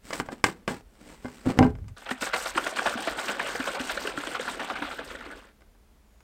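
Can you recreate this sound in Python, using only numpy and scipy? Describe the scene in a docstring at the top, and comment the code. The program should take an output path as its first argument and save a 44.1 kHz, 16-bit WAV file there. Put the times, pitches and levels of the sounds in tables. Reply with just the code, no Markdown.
"""Outdoors on a pickup tailgate a hand rubs and taps the cap of a wide plastic bottle: grainy noise and short rings.
The bottle bumps the truck bed, which rings as sheet metal; near the hardest bumps the truck body booms.
From about 2 s shaking makes the drink slosh: swarms of tiny rising tones through a ringing wall, plus low gulps.
By about 5.5 s it has faded into quiet woods, a filtered hush with low breeze that runs throughout.
Just after 6 s a bird whistles faintly, a wavering tone."""
import sys
import numpy as np
from scipy import signal
from scipy.fft import rfft, irfft
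from scipy.io import wavfile
from scipy.ndimage import uniform_filter1d

SR = 44100
rng = np.random.default_rng(int(sys.argv[2]) if len(sys.argv) > 2 else 0)


def digitize_waveform(pressure):
    """Quantize a signal to 16-bit integers and store it at the path in sys.argv[1].

    Rows of a 2-D input are taken as channels; values are limited to [-1, 1].
    """
    field = np.atleast_2d(pressure).T
    bounded = np.clip(field, -1, 1)
    quanta = np.round(bounded * 32767).astype(np.int16)
    wavfile.write(sys.argv[1], SR, quanta)


N = 274729

# the drink slamming into an end of the bottle: t/s, level/dB, time to fall by 60 dB/s
SURGES = [(1.964, -36.5, 0.15), (2.017, -39, 0.1), (2.059, -30, 0.22), (2.09, -21.5, 0.031),
          (2.108, -16, 0.038), (2.211, -23, 0.031), (2.223, -18, .11), (2.264, -21.5, 0.099),
          (2.332, -15, 0.16), (2.4, -29, 0.2), (2.456, -21.5, .11), (2.548, -29, 0.15),
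          (2.575, -9.5, 0.025), (2.662, -17.5, 0.057), (2.767, -22.5, .08), (2.785, -17.5, .062),
          (2.856, -16, 0.17), (2.974, -26, .17), (3.071, -19, 0.088), (3.183, -22.5, .11),
          (3.282, -20.5, 0.21), (3.394, -22.5, 0.2), (3.46, -25, 0.33), (3.552, -24, 0.045),
          (3.6, -21.5, 0.059), (3.672, -20, .11), (3.747, -26.5, 0.19), (3.795, -25, .13),
          (3.895, -19.5, .11), (3.972, -22, 0.063), (4.072, -18.5, 0.018), (4.173, -19, 0.018),
          (4.233, -30, 0.036), (4.267, -22.5, 0.049), (4.347, -21.5, 0.12), (4.392, -25, 0.095),
          (4.479, -20, 0.1), (4.595, -22, 0.17), (4.698, -22.5, 0.075), (4.754, -26, 0.11),
          (4.82, -26, 0.29), (4.986, -27.5, 0.18), (4.91, -29.5, 0.14), (5.101, -32, 0.11),
          (5.148, -34.5, 0.07), (5.207, -32, 0.038), (5.251, -34.5, 0.095)]


def gain_of(db):
    """Turns decibels into a gain."""
    return 10 ** (np.asarray(db) / 20)


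def evened(x):
    """Scales a signal to rms 1."""
    return x / np.sqrt(np.mean(x ** 2) + 1e-20)


def smoothed_noise(size, width):
    """Makes slowly wandering random values by averaging noise over width values; rms 1."""
    return evened(uniform_filter1d(rng.standard_normal(size), width))


def twice_smoothed_noise(size, width):
    """Averages noise twice over, so that it wanders more smoothly; rms 1."""
    once = uniform_filter1d(rng.standard_normal(size), width)
    return evened(uniform_filter1d(once, width))


def read(points, hz):
    """Reads a spectrum between its points, on a log-frequency axis."""
    f, value = np.transpose(points)
    return np.interp(np.log(hz + 1), np.log(f + 1), value)


def add(mix, s, sound):
    """Mixes a sound in at s seconds."""
    part = mix[round(s * SR):][:len(sound)]
    part += sound[:len(part)]


def hiss(points, size, tilt_db=0.):
    """Noise of rms 1 with the given spectrum, tilted by tilt_db per octave above 300 Hz."""
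    hz = np.fft.rfftfreq(size, 1 / SR)
    tilt = tilt_db * np.log2(np.maximum(hz, 300) / 300)
    spectrum = rfft(rng.standard_normal(size)) * gain_of(read(points, hz) + tilt)
    return evened(irfft(spectrum, size))


def ring(modes, tilt_db, stretch, seconds, spread_db, detune):
    """One blow: every mode, a close cluster of three, starts at once and dies away; peak 1."""
    t = np.arange(round(seconds * SR))[:, None] / SR
    hz, db, t60 = np.repeat(modes, 3, axis=0).T
    luck, shift = rng.standard_normal((2, len(hz)))
    start_db = db + tilt_db * np.log2(np.maximum(hz, 150) / 400) + spread_db * luck
    decay = gain_of(start_db - 60 * t / (t60 * max(stretch, .1)))
    tones = np.sin(2 * np.pi * hz * (1 + detune * shift) * t)
    x = (decay * tones).sum(1)
    return x / abs(x).max()


def air():
    """Low lumpy breeze over the steady hush of the woods, both from one shaped noise."""
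    # colour of the outdoor air: f/Hz, level/dB per Hz before the overall level is set
    air_colour = [(15, -40.5), (25, -12), (38, -3.5), (58, -7), (72, -10), (87, -20.5), (167, -26.5),
                  (213, -18.5), (238, -24), (4210, -43.5), (14700, -48.5), (16400, -49.5)]
    swell = evened(gain_of(2.2 * twice_smoothed_noise(N, 4000)))
    hush = hiss(air_colour, N)
    breeze = signal.sosfiltfilt(signal.butter(2, 120, fs=SR, output="sos"), hush)
    # only the part below about 120 Hz swells
    return gain_of(-57) * (hush + breeze * (swell - 1))


def bird():
    """A thin, faint falling whistle: one tone made slightly fuzzy by a quick random waver in pitch."""
    # path of the whistle: t/s, f/Hz, level/dB
    whistle = [(6.02, 7296, -79), (6.104, 6900, -83.5), (6.23, 6800, -79.5)]
    s, hz, db = np.transpose(whistle)
    t = np.arange(s[0], s[-1], 1 / SR)
    waver_hz = 88.0 * smoothed_noise(len(t), 120)
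    tone = np.sin(2 * np.pi * np.cumsum(np.interp(t, s, hz) + waver_hz) / SR)
    fade_in = np.minimum((t - s[0]) / 0.047, 1)
    return s[0], np.sqrt(2) * gain_of(np.interp(t, s, db)) * tone * fade_in


def boom():
    """The whole truck body shudders irregularly: low band-passed noise that dies away."""
    # the shudder: level/dB, time to fall by 60 dB/s, lowest f/Hz, highest f/Hz
    shudder_settings = (-25.5, 0.96, 39.5, 121)
    db, t60, low_hz, high_hz = shudder_settings
    t = np.arange(SR // 2) / SR
    band = signal.butter(2, (low_hz, high_hz), "band", fs=SR, output="sos")
    shudder = signal.sosfilt(band, rng.standard_normal(SR))[SR // 2:]  # skip the filter's start
    return evened(shudder) * gain_of(db - 60 * t / t60) * np.minimum(t / 0.044, 1)


def bed():
    """The sheet-metal bed rings under each bump; the truck body booms near the hardest ones."""
    # the bottle bumping the bed: t/s, level/dB, tilt/dB per octave, ring time as a factor
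    bumps = [(0.131, -33.5, 3, 0.6), (0.206, -20.5, 4, 0.47), (0.289, -34, -4, 0.39), (0.327, -33, 7, 0.4),
             (0.444, -32, 6.5, 0.95), (0.679, -37, -1, 0.98), (0.707, -19.5, 6.5, 0.93),
             (1.248, -21.5, 2.5, 0.88), (1.463, -13, 0.5, 0.26), (1.471, -10, -4.5, 0.65),
             (1.497, -15.5, 10, 0.22), (1.589, -1, 1.5, 0.99), (1.608, 1, 2.8, 0.68),
             (1.629, -25, -13.5, 0.42), (1.651, -6.5, 3.5, 0.42)]
    # ways the metal rings: f/Hz, level/dB, time to fall by 60 dB/s, each before a bump alters it
    bed_modes = [(111.9, -10, .5), (162, -0.5, 0.37), (210.4, -14, .22), (248.4, 6, 0.25), (296.4, 3, 0.11),
                 (363.3, -12.5, 0.086), (420, -7, 0.34), (489, -6, 0.1), (633, -16.5, 0.2),
                 (785, -4.5, 0.14), (990, -11.5, 0.21)]
    bump_rise_s, stop_s = .0012, 1.945
    out = np.zeros(N)
    for s, db, tilt_db, stretch in bumps:
        blow = ring(bed_modes, tilt_db, stretch, .6, spread_db=3., detune=.035)
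        onset = np.minimum(np.arange(len(blow)) / (bump_rise_s * SR), 1)
        add(out, s, gain_of(db) * blow * onset)
    add(out, 1.59, boom())
    # the ringing stops abruptly, within 4 ms
    return out * np.clip((stop_s - np.arange(N) / SR) / .004, 0, 1)


def taps():
    """Cap and fingers tap the bottle: a crack, the short ring of the cap and a brief rattle."""
    # taps: t/s, level/dB, tilt/dB per octave, ring time as a factor
    tap_list = [(0.106, -28.5, -1, 0.64), (0.129, -22, -4.5, 0.68), (0.133, -21, 1, 0.35),
                (0.2, -18.5, -1.5, 0.36), (0.287, -23, -6, 0.24), (0.441, -3.5, 0, 0.28),
                (0.487, -26.5, -6.5, 0.35), (0.678, -17, -2, 0.48), (1.245, -32, -8, 0.44),
                (1.255, -28.5, -5.5, 0.39), (1.283, -38.5, -1, 0.35), (1.589, -10, -1, 0.18),
                (1.627, -16, -5.5, 0.7), (1.704, -51, 2, 0.5), (1.753, -40, -3.5, 0.27),
                (1.787, -44, -2.5, 0.18), (1.843, -52.5, -2, 0.3), (1.882, -43, 2.5, 0.61),
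                (5.608, -52.5, 0, 0.33), (5.619, -44.5, -4.5, 0.25), (5.749, -57, -4.5, 0.45),
                (6.205, -50, 1, 0.33)]
    # ways the cap rings: f/Hz, level/dB, time to fall by 60 dB/s, each before a tap alters it
    cap_modes = [(630, -10.5, 0.14), (800, -13.5, 0.31), (1257, -24, 0.09), (1547, -4, 0.26),
                 (2075, -4.5, 0.12), (2260, -1.5, 0.019), (2990, -6.5, 0.14), (4221, -2.5, 0.017),
                 (4940, -4, 0.072), (6330, -29, 0.023), (7300, -18.5, .02)]
    # loose cap buzzing after a tap, also the crack's colour: f/Hz, level/dB per Hz before tilt and scaling
    rattle_colour = [(120, -30.5), (280, -9), (700, -8.5), (1200, -3), (1600, -11), (2200, -10.5),
                     (5200, -25), (7800, -19), (10500, -33), (16000, -54)]
    # duller taps come from softer fingers and start more gently
    rise_s, softer_per_db = .00004, .5
    out, t = np.zeros(N), np.arange(4096) / SR
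    for s, db, tilt_db, stretch in tap_list:
        crack = hiss(rattle_colour, len(t), tilt_db - 1.5) * gain_of(-3.5 - 60 * t / 0.014)
        rattle_t60 = max(0.12 * stretch, .01)
        rattle = hiss(rattle_colour, len(t), tilt_db) * gain_of(-7.5 - 60 * t / rattle_t60)
        cap = gain_of(2.0) * ring(cap_modes, tilt_db, stretch, len(t) / SR, spread_db=0.5, detune=0.028)
        onset = np.minimum(t / (rise_s * np.exp(-softer_per_db * tilt_db)), 1)
        add(out, s, gain_of(db) * onset * (cap + crack + rattle))
    return out


def rub(rise, hold, fall, db, tilt_db):
    """Grainy stick-slip friction noise that swells, holds and dies away."""
    # colour of the rubbing: f/Hz, level/dB per Hz before tilt and scaling
    rub_colour = [(100, -17), (166, 4.5), (300, 1.5), (760, -9), (2000, -13), (3600, -21), (5300, -22),
                  (6500, -26.5), (8200, -19.5), (10000, -35), (16000, -36.5)]
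    ends_db = -26.5  # where the rise begins and the fall ends, compared with the hold
    t = np.arange(0, rise + hold + fall, 1 / SR)
    away_from_hold = np.maximum(np.maximum(1 - t / rise, (t - rise - hold) / fall), 0)
    level_db = db + ends_db * away_from_hold
    slips = evened(gain_of(2.8 * smoothed_noise(len(t), 150)))
    noise = hiss(rub_colour, len(t), tilt_db)
    # the stroke's level is that of its treble
    treble = signal.sosfilt(signal.butter(4, 3500, "high", fs=SR, output="sos"), noise)
    fade_out = np.clip(4 * (rise + hold + fall - t) / fall, 0, 1)
    return gain_of(level_db) * noise / treble.std() * slips * fade_out


def rubs():
    """Palm and cap thread rub in separate strokes, each a swell of friction noise."""
    # strokes: start t/s, rise/s, hold/s, fall/s, treble level/dB, tilt/dB per octave
    strokes = [(0.017, 0.037, 0.045, .06, -53.5, 2.4), (.09, 0.051, 0.059, 0.044, -44.5, 2.7),
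               (0.24, 0.022, .002, .025, -55, 0), (0.302, 0.02, 0.011, 0.028, -51, -1),
               (0.149, 0.07, 0.18, 0.065, -67.5, -0.5), (0.446, 0.005, 0.0022, 0.099, -37.5, 0.5),
               (0.497, 0.048, 0.027, 0.17, -70.5, -1.5), (0.675, 0.0042, 0.023, 0.13, -44.5, 0.15),
               (.8, 0.31, 0.025, 0.13, -57, 1), (1.102, 0.14, .19, 0.11, -60, 1.5),
               (1.431, 0.031, 0.056, 0.061, -49, -1.5), (1.521, 0.064, 0.066, .08, -54, -3.5)]
    out = np.zeros(N)
    for start, *stroke in strokes:
        add(out, start, rub(*stroke))
    return out


def bubble(db, hz, t60, slide, attack):
    """An air pocket rings as a damped, wobbling tone that slides a little in pitch."""
    t = np.arange(6000) / SR
    wobble = 0.044 * smoothed_noise(len(t), 300)
    drift = slide * (rng.standard_normal() + .5) * t  # more often up than down
    turns = np.cumsum(hz * (1 + drift + wobble)) / SR
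    envelope = gain_of(db - 60 * t / max(t60, .01)) * np.minimum(t / attack, 1)
    return envelope * np.sin(2 * np.pi * turns)


def gulps():
    """Large trapped air pockets gulp low; every surge also throws off one small bright bubble."""
    # pockets gulping: t/s, level/dB, basic f/Hz
    pockets = [(2.113, -24, 245.7), (2.221, -28.5, 272), (2.559, -22.5, 341), (2.579, -22.5, 485),
               (2.725, -24.5, 640), (2.819, -20.5, 750), (2.954, -25, 237), (3.073, -16.5, 612),
               (3.291, -24, 584), (3.447, -23, 618), (3.55, -24, 517), (3.598, -22.5, 272),
               (3.679, -24, 523), (3.801, -24.5, 246), (3.972, -27.5, 557), (4.051, -23, 444),
               (4.177, -25.5, 270), (4.396, -21.5, 535), (4.819, -25.5, 286), (5.148, -29, 550)]
    gulp_cycles = 24  # cycles to fall by 60 dB, so big low pockets ring longest
    surge_hz, surge_spread = 1526, 0.0756  # typical pitch of a surge's bubble, and its scatter as a share
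    out = np.zeros(N)
    for s, db, hz in pockets:
        add(out, s, bubble(db, hz, gulp_cycles / hz, slide=1.3, attack=0.0024))
    for s, db, _ in SURGES:
        hz = surge_hz * np.exp(surge_spread * rng.standard_normal())
        add(out, s + 0.001955, bubble(db - 5.5, hz, 0.048, slide=4.9, attack=0.0022))
    return out


def effort(rise=0.0059):
    """Level in dB over time of the water's body, thud and spray: churning plus shakes and surges."""
    # churning between the surges: t/s, level/dB before lulls, thud share/dB
    churn = [(1.96, -59, -6), (2.27, -41, -35), (2.53, -40, -22), (2.569, -39.5, -8), (2.74, -37.5, -14),
             (2.78, -37, -10), (4.71, -40.5, -7), (5.05, -46.5, -7.5), (5.31, -46.5, -2),
             (5.53, -62, -10.5)]
    # each shake of the hand throws fine spray on the wall: start t/s, length/s, spray level/dB
    shakes = [(1.94, 0.096, -59), (2.101, 0.016, -48), (2.203, 0.07, -43.5), (2.337, 0.15, -42.5),
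              (2.545, 0.16, -48), (2.755, .18, -48.5), (2.97, .15, -48.5), (3.168, 0.15, -47),
              (3.404, .16, -49), (3.588, 0.17, -49.5), (3.786, 0.17, -48.5), (3.988, 0.11, -47.5),
              (4.162, .19, -51), (4.396, .15, -52.5), (4.611, 0.12, -55), (4.755, 0.14, -59.5),
              (4.89, 0.071, -55), (5.035, 0.11, -58), (5.21, 0.031, -65), (5.301, 0.016, -63),
              (5.345, 0.048, -65), (5.407, 0.06, -70.5)]
    spray_rise_s, spray_fall_db_per_s = 0.0074, 400
    spray_rest_db = -21  # spray between shakes, compared with the churning
    lull_share = 0.27  # how far the churning's body follows the spray down between shakes
    s, body, thud = np.transpose(churn)
    t = np.arange(s[0], s[-1], 1 / SR)
    body_db = np.interp(t, s, body)
    spray_db, lull_db = body_db + spray_rest_db, np.full(len(t), -15.)
    for at, length, db in shakes:
        rising_db = 20 * np.log10(np.clip((t - at) / spray_rise_s, 1e-4, 1))
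        shape_db = rising_db - spray_fall_db_per_s * np.maximum(t - at - length, 0)
        spray_db = np.maximum(spray_db, db + shape_db)
        lull_db = np.maximum(lull_db, shape_db)
    spatter_db = 2.9 * twice_smoothed_noise(len(t), 300)  # spray lands in clumps
    levels_db = [body_db + lull_share * lull_db, np.interp(t, s, body + thud), spray_db + spatter_db]
    power = gain_of(2 * np.array(levels_db))  # doubled decibels give power instead of gain
    u = np.arange(10000) / SR
    for at, db, t60 in SURGES:
        fading = gain_of(-120 * np.maximum(u - rise, 0) / max(t60, .01))
        shape = np.minimum(u / rise, 1) ** 2 * fading
        for row, share_db in zip(power, (-7., -20., -30.)):
            add(row, at - .003 - s[0], shape * gain_of(2 * (db + share_db)))
    return s[0], 10 * np.log10(power)


def slosh(cycles=2.5, per_s=180., size_db=4.5, wash=0.47):
    """Countless short splashes and bubbles of every size, heard through the ringing bottle wall."""
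    # colour of the water: f/Hz, level/dB per Hz before effort and wall
    water_colour = [(71, -49), (120, -16.5), (267, -1.5), (378, -5), (617, -7), (1070, -5.5), (1550, -1.5),
                    (1860, -7.5), (3240, -9.5), (6500, -21), (8310, -15), (9990, -47), (13000, -18.5),
                    (16000, -91)]
    # wall and air resonances: f/Hz, width/Hz, level/dB
    bottle_modes = [(563, 340, -1), (1485, 71, -5), (8440, 220, 1.5)]
    start, efforts_db = effort()
    size = efforts_db.shape[1]
    out, pitches = np.zeros(size), np.geomspace(130, 15500, 34)
    weight = gain_of(read(water_colour, pitches)) * np.sqrt(pitches)
    # take out each band's own strength, so that the efforts set its level
    levels = []
    for effort_db, (low_hz, high_hz) in zip(efforts_db, ((700, 3000), (150, 450), (6000, 12000))):
        inside = (low_hz < pitches) & (pitches < high_hz)
        levels.append(effort_db - 10 * np.log10((weight[inside] ** 2).sum()))
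    body, thud, spray = levels
    for hz, w in zip(pitches, weight):
        # low pitches follow the thud, high ones the spray, the rest the body
        low, high = np.clip(np.log2(700 / hz), 0, 1), np.clip(np.log2(hz / 3000), 0, 1)
        level_db = (1 - low - high) * body + low * thud + high * spray
        lumps = smoothed_noise(size // 256 + 2, 5)  # each bubble size comes in swarms
        level_db = level_db + 2.09 * np.interp(np.arange(size) / 256, np.arange(len(lumps)), lumps)
        # single drops of random size and sign over a steady wash
        chance, drop_size = rng.random(size), rng.exponential(1, size)
        noise = rng.standard_normal(size)
        hit = chance < per_s * (hz / 1000) ** .8 / SR
        drops = evened(hit * gain_of(size_db * np.minimum(drop_size, 4)) * np.sign(noise))
        drive = (wash * noise + np.sqrt(1 - min(wash, 1) ** 2) * drops) * w * gain_of(level_db)
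        turn = np.arange(round(4 * cycles * SR / hz)) * hz / SR
        tone = np.sin(2 * np.pi * turn * (1 + 0.0041 * turn))  # a bubble rises in pitch
        grain = turn * np.exp(-2 * turn / cycles) * tone
        out += signal.oaconvolve(drive, grain / np.linalg.norm(grain))[:size]
    wall = out.copy()
    for hz, width, db in bottle_modes:
        wall += gain_of(db) * signal.lfilter(*signal.iirpeak(hz, hz / width, SR), out)
    return start, gain_of(-2.0) * wall * signal.windows.tukey(size, .01)  # soft start and end


def echo(near):
    """A short dull echo from the truck bed walls: the sound spread out by smoothed, dying noise."""
    t = np.arange(6000) / SR
    walls = uniform_filter1d(rng.standard_normal(len(t)), size=8) * gain_of(-60 * t / 0.17)
    walls *= t > .003  # nothing comes back in the first 3 ms
    return gain_of(-19.5) * signal.oaconvolve(near, walls / np.linalg.norm(walls))[:N]


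def scene():
    """Mixes all sources; only the near ones get the echo, the bird and the air do not."""
    near = bed() + taps() + rubs() + gulps()
    add(near, *slosh())
    mix = near + echo(near)
    add(mix, *bird())
    return (mix + air())[None]


def record(dry):
    """The input stage rounds off the hardest knocks; then a low-pass removes the highest treble."""
    edge_hz = 15950
    rounded = .85 * np.tanh(dry / .85)
    low_pass = signal.firwin(511, edge_hz, window=("kaiser", 9), fs=SR)
    return signal.oaconvolve(rounded, low_pass[None], "same")


dry = scene()
out = record(dry)
digitize_waveform(out)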